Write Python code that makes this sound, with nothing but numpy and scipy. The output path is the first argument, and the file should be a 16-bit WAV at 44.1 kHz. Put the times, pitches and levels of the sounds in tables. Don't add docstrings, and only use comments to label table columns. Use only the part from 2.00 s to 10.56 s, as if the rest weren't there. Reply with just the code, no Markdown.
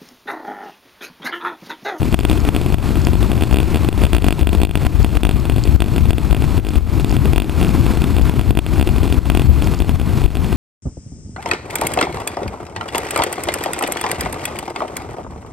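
import sys
import numpy as np
from scipy import signal
from scipy.fft import rfft, irfft
from scipy.io import wavfile
from scipy.ndimage import uniform_filter1d

SR = 44100
rng = np.random.default_rng(int(sys.argv[2]) if len(sys.argv) > 2 else 0)


def transcribe(signal):
    frames = np.atleast_2d(signal).T
    limited = np.clip(frames, -1, 1)
    pcm = np.round(limited * 32767).astype(np.int16)
    wavfile.write(sys.argv[1], SR, pcm)


def voltage_ratio(decibels):
    exponent = np.asarray(decibels, float) / 20
    return 10 ** exponent


N = 377496
MOUNT_HZ, MOUNT_T60_S = 59.4, 0.098


def rms_one(x):
    return x / np.sqrt(np.mean(x ** 2) + 1e-20)


def drift(rate):
    r = np.exp(-80 * np.pi * rate / SR)
    noise = rng.standard_normal(N // 40 + 2002)
    slow = signal.lfilter([1], [1, -2 * r, r * r], noise)[2000:]
    return np.interp(np.arange(N) / 40, np.arange(len(slow)), rms_one(slow))


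def clicks(seconds, sizes):
    train = np.full(N, 1e-18)
    at = np.round(np.asarray(seconds) * SR).astype(int)
    np.add.at(train, np.clip(at, 0, N - 1), sizes)
    return train


def ring(train, hz, t60):
    r, w = voltage_ratio(-60 / (t60 * SR)), 2 * np.pi * hz / SR
    return signal.lfilter([0, np.sin(w)], [1, -2 * r * np.cos(w), r * r], train)


def strike(seconds, sizes, modes, ways, spread_db):
    chance = rng.standard_normal((len(seconds), len(modes)))
    total = 0
    for k, (hz, db, t60) in enumerate(modes):
        heights = ways[k] * sizes * voltage_ratio(db + spread_db * chance[:, k])
        total = total + ring(clicks(seconds, heights), hz, t60)
    return total


def patchy_noise(spectrum, shared_db, own_db, rate):
    hz = np.maximum(np.fft.rfftfreq(N, 1 / SR), 1)
    knots, level_db = np.transpose(spectrum)
    colour = rfft(rng.standard_normal(N)) * voltage_ratio(np.interp(np.log(hz), np.log(knots), level_db, right=-90))
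    out, together = 0, drift(rate)
    for octave in range(4, 14):
        share = np.clip(1 - abs(np.log2(hz) - octave), 0, 1)
        if octave == 4:
            share[hz < 16] = 1
        out = out + irfft(colour * share, N) * voltage_ratio(shared_db * together + own_db * drift(rate))
    return rms_one(out)


# frequency in Hz, level in dB, decay time t60 in s.
THUD_MODES = [
    (306, -7, .0175),
    (650, -3, .004),
    (840, -6.5, .0046),
    (1260, -9.5, .007),
    (1910, -18, .025),
    (715, -19, .02),
    (915, -23, .022),
]
# frequency in Hz, level in dB, decay time t60 in s.
RING_MODES = [
    (2346, 16, 0.0068),
    (2790, 18, 0.0087),
    (3342, 28, 0.0049),
    (3615, 25.5, 0.0068),
    (4580, 24, 0.0041),
]
THUD_WAY, RING_WAY = (1, -1, 1, -1, -1, 1, -1), (-1, 1, 1, -1, 1)


def knock(seconds, ring_db, thud_db):
    pull = clicks(seconds - .0003, .38 * voltage_ratio(thud_db))
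    push = clicks(seconds, 1.08 * voltage_ratio(thud_db)) - pull
    fall, soft = np.exp(-1 / (.00127 * SR)), np.exp(-1 / (.0002 * SR))
    thud = signal.lfilter([1], [1, -fall], push)
    thud = thud + strike(seconds, voltage_ratio(thud_db), THUD_MODES, THUD_WAY, spread_db=-0.6)
    bright = strike(seconds, voltage_ratio(ring_db - 1.5), RING_MODES, RING_WAY, spread_db=1.58)
    rebound = np.roll(bright, round(0.0032 * SR)) * voltage_ratio(-13.0)
    return signal.lfilter([(1 - soft) ** 2], [1, -2 * soft, soft ** 2], thud + bright + rebound)


def hard_knocks(s, ring_db, thud_db):
    swing = ring(clicks(s - .0105, -voltage_ratio(0.66 * thud_db - 9.5)), MOUNT_HZ, MOUNT_T60_S)
    return knock(s, ring_db, thud_db) + swing


# start in seconds, ring level in dB.
LONE_BLOWS = [(0.0306, -17), (0.376, -20.5), (0.4507, -18.5), (0.4888, -13), (0.6142, -19.5),
              (0.6622, -18.5), (1.0701, -12.5), (1.2283, -17), (1.3167, -15.5), (1.8471, -17),
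              (1.8877, -14), (1.9775, -23), (2.711, -21), (3.4537, -20), (4.0553, -19.5), (4.1822, -17),
              (5.0454, -14), (5.1664, -17), (5.2561, -16.5), (5.3335, -15.5), (5.4957, -20),
              (5.8648, -17.5), (5.6475, -17.5), (5.9724, -20), (6.2955, -17.5), (6.5073, -16),
              (6.6643, -18), (7.6224, -15.5), (7.6729, -19.5), (7.8936, -17.5)]
# start in seconds, one swing in s, harder second blow in dB, first weaker by dB.
GROWING_PAIRS = [(0.1262, .0172, -11, 7.5), (0.233, 0.018, -9.5, 16), (0.5486, 0.015, -12.5, 6),
                 (0.7239, 0.019, -15, 4), (1.133, 0.021, -21, -1), (2.2218, 0.022, -13, 6),
                 (2.2654, 0.019, -9, 9.5), (2.307, .0184, -13.5, 1.2), (2.5305, .0192, -16.5, 1.5),
                 (2.8503, 0.016, -14.5, 5), (3.1528, .018, -13, 9), (3.8041, 0.017, -10.5, 4),
                 (4.7354, .0209, -19.5, 6), (5.613, .015, -14.5, 1.5), (6.019, 0.022, -15, 2.5),
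                 (6.1659, 0.018, -16.5, 0), (6.5727, 0.017, -11.5, 2.5)]
# start in seconds, one swing in s, first blow in dB, bounce weaker by dB.
DYING_PAIRS = [(0.1904, 0.018, -16.5, 4.5), (0.8904, 0.016, -23.5, 2.5), (2.4715, 0.02, -14, 0.5),
               (2.7547, 0.019, -12, 8), (3.046, .0171, -13, 19), (3.292, .0194, -14, 3),
               (3.498, .0232, -14, 12), (3.5622, 0.02, -21, 0), (3.6537, 0.021, -21, -2.5),
               (3.9621, 0.019, -17, -1), (4.1067, .0251, -13, 7), (4.4221, 0.019, -17.5, 3),
               (5.1086, 0.017, -21.5, 2), (5.6684, .0231, -23.5, .3), (6.3942, 0.018, -17.5, 2),
               (6.8736, .0169, -15, 3.5), (6.9619, .0205, -21.5, 1.5), (7.125, 0.018, -13, 9),
               (7.3003, 0.019, -10.5, 12), (7.738, .0107, -21, 5), (7.8027, .0181, -18, 1),
               (7.9984, 0.016, -23, 0), (8.3532, .0168, -20.5, -0.5)]
# start in seconds, one swing in s, crest level in dB, crest delay in swings.
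RATTLES_OF_THREE = [(0.2977, 0.016, -11.5, 0.19), (1.4097, 0.013, -13, 1.4), (1.5698, 0.016, -12, 1),
                    (1.7453, 0.013, -14, 0.59), (2.037, .0149, -12, 0.28), (2.3927, 0.019, -18, 0.76),
                    (2.6164, 0.017, -10.5, .95), (3.2332, .018, -10, 0.31), (6.7969, 0.015, -13, 0.96),
                    (8.2177, .0214, -19.5, 1.4)]
# start in seconds, one swing in s, crest level in dB, crest delay in swings.
RATTLES_OF_FOUR = [(1.5114, 0.016, -15, 1.6), (2.132, 0.017, -9.5, 0.3), (4.3098, .0188, -16, 0.89),
                   (4.649, 0.019, -21, 0.92), (5.3604, .02, -12, 0.96), (7.0316, .023, -21, 1.3),
                   (7.3498, 0.023, -12, 1.1)]
# start in seconds, thud level in dB.
DULL_BUMPS = [(0.0185, -0.5), (0.583, -15), (0.5997, -7), (0.7024, -3.5), (1.0855, -3), (1.3, -6),
              (1.3322, -3.5), (1.454, -12), (1.834, -6), (2.6018, -2), (3.0021, -7), (4.544, -5),
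              (4.808, -15), (5.279, -7), (5.748, -3.5), (6.1453, -10), (6.1956, -3), (6.3384, -4),
              (6.527, -13), (6.781, -3), (7.846, -6)]
FADE_DB = 2.5
BUMP_RING_DB = -24
THUD_DB, THUD_FOLLOWS, THUD_SPREAD_DB = -2, 0.64, 1.5
THUD_DUCKED, THUD_OF_SLAM = 0.27, 0.21


def blows(gain_db):
    rows = list(LONE_BLOWS)
    for s, gap, db, less in GROWING_PAIRS:
        rows += [(s, db - less), (s + gap, db)]
    for s, gap, db, less in DYING_PAIRS:
        rows += [(s, db), (s + gap, db - less)]
    for count, fade_db, table in ((3, FADE_DB, RATTLES_OF_THREE), (4, FADE_DB / 2, RATTLES_OF_FOUR)):
        for s, gap, db, crest in table:
            rows += [(s + k * gap, db - fade_db * (k - crest) ** 2) for k in range(count)]
    s, ring_db = np.transpose(rows)
    now = gain_db[(s * SR).astype(int)]
    soon = gain_db[((s + .008) * SR).astype(int)]
    thud_db = THUD_DB + THUD_FOLLOWS * (ring_db + 18)
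    thud_db = thud_db + THUD_DUCKED * now + THUD_OF_SLAM * np.maximum(now - soon, 0)
    thud_db = thud_db + THUD_SPREAD_DB * rng.standard_normal(len(s))
    bump_s, bump_db = np.transpose(DULL_BUMPS)
    return np.append(s, bump_s), np.append(ring_db, bump_db + BUMP_RING_DB), np.append(thud_db, bump_db)


# start in seconds, gain dip in dB.
FORWARD_OVERLOADS = [(0.145, 14), (0.492, 8.5), (0.743, 9.5), (1.889, 10), (2.163, 8.5), (2.286, 11),
                     (2.401, 2), (2.636, 15), (2.869, 11), (3.173, 14.5), (3.6, -1), (4.107, 10), (4.33, 7),
                     (5.047, 5), (5.335, 6.5), (5.379, 16.5), (6.183, 7), (6.296, 6.5), (6.395, 7),
                     (6.509, 12.5), (6.589, 13), (6.797, 10), (7.298, 5.5), (7.537, 2), (7.822, 6.5),
                     (8.285, 12.5)]
# start in seconds, gain dip in dB.
BACKWARD_OVERLOADS = [(1.541, 11.5), (2.049, 10), (2.425, 12.5), (2.698, -5), (3.761, 14), (4.59, 14.5),
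                      (4.784, 14), (7.189, 11.5), (7.747, 6), (7.959, 10), (8.256, 13)]
RECOVERY_DB_PER_S = 84.5
WINDUP_DB, WINDUP_S = -10, 0.014


def slams():
    t, swing, gain_db = np.arange(N) / SR, np.zeros(N), np.zeros(N)
    for height, table in ((.3, FORWARD_OVERLOADS), (-0.74, BACKWARD_OVERLOADS)):
        for s, dip_db in table:
            near = slice(round((s - .03) * SR), round((s + .3) * SR))
            since = t[near] - s
            swing[near] += height * voltage_ratio(0.61 * dip_db - 8.0) * np.exp(-(since / 0.0021) ** 2)
            if height < 0:
                rock = np.cos(2 * np.pi * MOUNT_HZ * (since + 0.0016))
                rock = rock * np.exp(-((since + 0.0051) / WINDUP_S) ** 2)
                swing[near] -= voltage_ratio(WINDUP_DB) * rock * np.clip(.5 - since / 0.0038, 0, 1)
            onset = np.clip((since - .002) / 0.0013, 0, 1)
            dip = onset * np.minimum(RECOVERY_DB_PER_S * since - dip_db, 0)
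            gain_db[near] = np.minimum(gain_db[near], dip)
    return swing, gain_db


# start in seconds, ring level in dB.
LIGHT_TOUCHES = [(0.784, -25.5), (0.827, -25), (0.9561, -22), (1.3782, -24), (1.63, -21.5), (1.9277, -22.5),
                 (2.018, -19.5), (2.446, -33), (2.671, -27), (2.693, -26), (2.8317, -26), (3.359, -27),
                 (3.842, -23.5), (3.861, -28), (3.883, -25), (3.903, -33), (4.5783, -20), (4.598, -29.5),
                 (5.9361, -22), (4.998, -20.5), (5.444, -25), (6.2138, -22), (6.5518, -24.5), (7.005, -29),
                 (7.256, -24.5), (7.517, -35), (8.279, -32), (8.304, -29), (8.445, -22.5), (8.5278, -21.5)]


def light_knocks():
    s, ring_db = np.transpose(LIGHT_TOUCHES)
    return knock(s, ring_db, ring_db + 17.0)


# frequency in Hz, level in dB per Hz.
BUFFET_SPECTRUM = [(12, -38), (30, -13.5), (45, -3), (56, 2.5), (75, 0), (110, -7.5), (160, -18),
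                   (260, -24), (500, -62)]


def buffeting(level_db):
    return voltage_ratio(level_db + 8.5) * patchy_noise(BUFFET_SPECTRUM, shared_db=1.5, own_db=0.5, rate=12)


def held_still(s, thud_db):
    near = uniform_filter1d(clicks(s, np.minimum(voltage_ratio(thud_db), 1)), 701) * 701
    return 1 - .55 * uniform_filter1d(np.minimum(near, 1), 221)


def chatter(shake):
    s = np.flatnonzero((shake[:-1] < 0) & (shake[1:] >= 0)) / SR
    size_db = 1.7 * rng.standard_normal((len(s), 2))
    return knock(s, size_db[:, 0] - 32.0, size_db[:, 1] - 24.0)


# start in seconds, peak level in dB.
RAINDROPS = [(0.117, -37), (0.202, -30.5), (0.403, -30.5), (0.886, -41), (1.017, -30), (1.05, -27),
             (1.533, -32), (2.28, -35), (2.424, -25), (3.029, -32), (3.4, -35), (3.638, -27), (4.69, -31),
             (5.095, -31), (5.114, -30), (5.683, -36), (5.812, -36), (6.221, -36), (7.643, -33),
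             (7.655, -37), (7.745, -32), (7.79, -29)]
# frequency in Hz, level in dB, decay time t60 in s.
SHELL_MODES = [
    (4500, -3, .007),
    (5400, -3, .006),
    (3300, -12, .005),
]


def raindrops():
    s, peak_db = np.transpose(RAINDROPS)
    return strike(s, voltage_ratio(peak_db + 10.0), SHELL_MODES, (1, -1, 1), spread_db=3.0)


# frequency in Hz, level in dB per Hz.
SPRAY_SPECTRUM = [(80, 17.5), (150, 17.5), (330, 12.5), (520, -2), (700, -3), (1000, -3.5), (1400, -7.5),
                  (1700, -13), (2500, -11), (3000, -15.5), (4400, -17), (6600, -18)]


def road_spray(level_db):
    return voltage_ratio(level_db + 18.5) * patchy_noise(SPRAY_SPECTRUM, shared_db=1.97, own_db=1.23, rate=38)


# time in seconds, buffeting level in dB, road and spray level in dB.
RIDE_LEVELS = [(0, -23.5, -38), (1, -22, -37), (2, -20.5, -36.5), (3, -21.5, -39), (4, -20, -38),
               (4.9, -20, -37.5), (5.8, -19.5, -35), (6.7, -21, -36), (7.5, -18.5, -37.5),
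               (8.56, -21.5, -36)]
# time in seconds, buffeting change in dB, spray change in dB.
GUSTS_AND_LULLS = [(.21, 3.5, 3.5), (.32, -1, 2.5), (.54, -6, 4.5), (.86, -11, 1.5), (1.18, 5, -1),
                   (1.5, -10, -1), (1.6, 2.5, 3.5), (1.71, -10, 2), (2.03, 0, 5), (2.35, -6, 4),
                   (2.46, 6.5, .5), (2.68, -1.5, -8), (2.89, 3, 5.5), (3.0, 5, 1), (3.1, -4, -3.5),
                   (3.21, 6, 7), (3.53, 3, -2.5), (3.74, 1.5, -2), (4.07, 5.5, -2), (4.6, -1.5, 2.5),
                   (5.2, 5.5, -2), (5.46, -2, 5.5), (5.56, -5, 2.5), (5.92, -5.5, 1), (6.53, 4, -3.5),
                   (6.85, 5, 2.5), (7.1, -2, -1), (7.49, 4.5, -4.5), (7.7, -1.5, 4), (7.81, -9, -2)]
GUST_HALF_S = .09
GUST_LEAD_S, GUST_SPAN_S = 0.019, .03
GUST_SHARE, GUST_STAYS, SPRAY_GUST_SHARE = 0.65, 0.24, .1


def ride(gain_db):
    t = np.arange(N) / SR
    s, buffet_db, spray_db = np.transpose(RIDE_LEVELS)
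    ahead_db = np.interp(t + GUST_LEAD_S, t, gain_db)
    swell_db = uniform_filter1d(np.maximum(gain_db - ahead_db, 0), round(GUST_SPAN_S * SR))
    buffet_db = np.interp(t, s, buffet_db) + GUST_SHARE * swell_db - GUST_STAYS * gain_db
    spray_db = np.interp(t, s, spray_db) + SPRAY_GUST_SHARE * swell_db
    levels = np.array([buffet_db, spray_db])
    for at, *change_db in GUSTS_AND_LULLS:
        levels = levels + np.outer(change_db, np.maximum(1 - abs(t - at) / GUST_HALF_S, 0))
    return levels


# frequency in Hz, width in Hz, level in dB.
ENGINE_TONES = [
    (133.9, 12.8, -22.5),
    (4270, 55, -51),
]


def engine():
    total = 0
    for hz, width, db in ENGINE_TONES:
        total = total + voltage_ratio(db) * rms_one(ring(rng.standard_normal(N), hz, 2.2 / width))
    return total


def scene():
    swing, gain_db = slams()
    blow_s, ring_db, thud_db = blows(gain_db)
    buffet_db, spray_db = ride(gain_db)
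    buffet = buffeting(buffet_db)
    shake = signal.sosfilt(signal.butter(2, [30, 110], "band", fs=SR, output="sos"), buffet)
    steady = held_still(blow_s, thud_db) * buffet + chatter(shake) + road_spray(spray_db) + engine()
    mono = voltage_ratio(gain_db) * steady
    mono = mono + swing + hard_knocks(blow_s, ring_db, thud_db) + light_knocks() + raindrops()
    return np.array([mono, mono])


def diaphragm(x):
    knee, reach = .7, .42
    slow = signal.sosfiltfilt(signal.butter(2, 900, fs=SR, output="sos"), x)
    over = np.maximum(slow - knee, 0)
    return x - over + reach * np.tanh(over / reach)


SIDE_KEPT_HZ, SMEAR_DB, LOUD_DB = 1690, -27, -31


def joint_stereo(left, right):
    hz, _, (mid, side) = signal.stft([left + right, left - right], SR, nperseg=1024)
    treble = np.sqrt(np.sum(abs(mid[hz > 500]) ** 2, axis=0))
    loud = treble > voltage_ratio(LOUD_DB + 1.5 * rng.standard_normal(len(treble)))
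    kept = (hz < SIDE_KEPT_HZ) | (abs(hz - 12000) < 700)
    random_phase = np.exp(2j * np.pi * rng.random(mid.shape))
    coarse = voltage_ratio(SMEAR_DB) * mid * (hz > 700)[:, None] * random_phase
    side = side * (kept[:, None] | loud) + coarse * loud
    side = signal.istft(side, SR, nperseg=1024)[1][:N]
    return (left + right + side * [[1], [-1]]) / 2


def band_limit(x):
    return signal.sosfilt(signal.butter(12, 16480, fs=SR, output="sos"), x)


HISS_DB, LEFT_OFFSET = -55.5, .02
RIGHT_BASS_CUT_HZ, TOP_HZ = 305, 15250


def record(dry):
    slow = signal.resample_poly(diaphragm(dry[0]), 40, 147)
    slow = np.clip(slow + voltage_ratio(HISS_DB) * rng.standard_normal(len(slow)), -1.1, 1.25)
    right = signal.lfilter(*signal.butter(1, RIGHT_BASS_CUT_HZ, "high", fs=12000), slow)
    held = np.repeat([slow + LEFT_OFFSET, right], 4, axis=1)
    out = signal.resample_poly(held, 147, 160, axis=1)[:, :N]
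    top = signal.cheby2(12, 44, TOP_HZ + 550, fs=SR, output="sos")
    out = joint_stereo(*np.clip(signal.sosfilt(top, out), -1, 1))
    return band_limit(np.clip(out, -1, 1))


dry = scene()
out = record(dry)
transcribe(out)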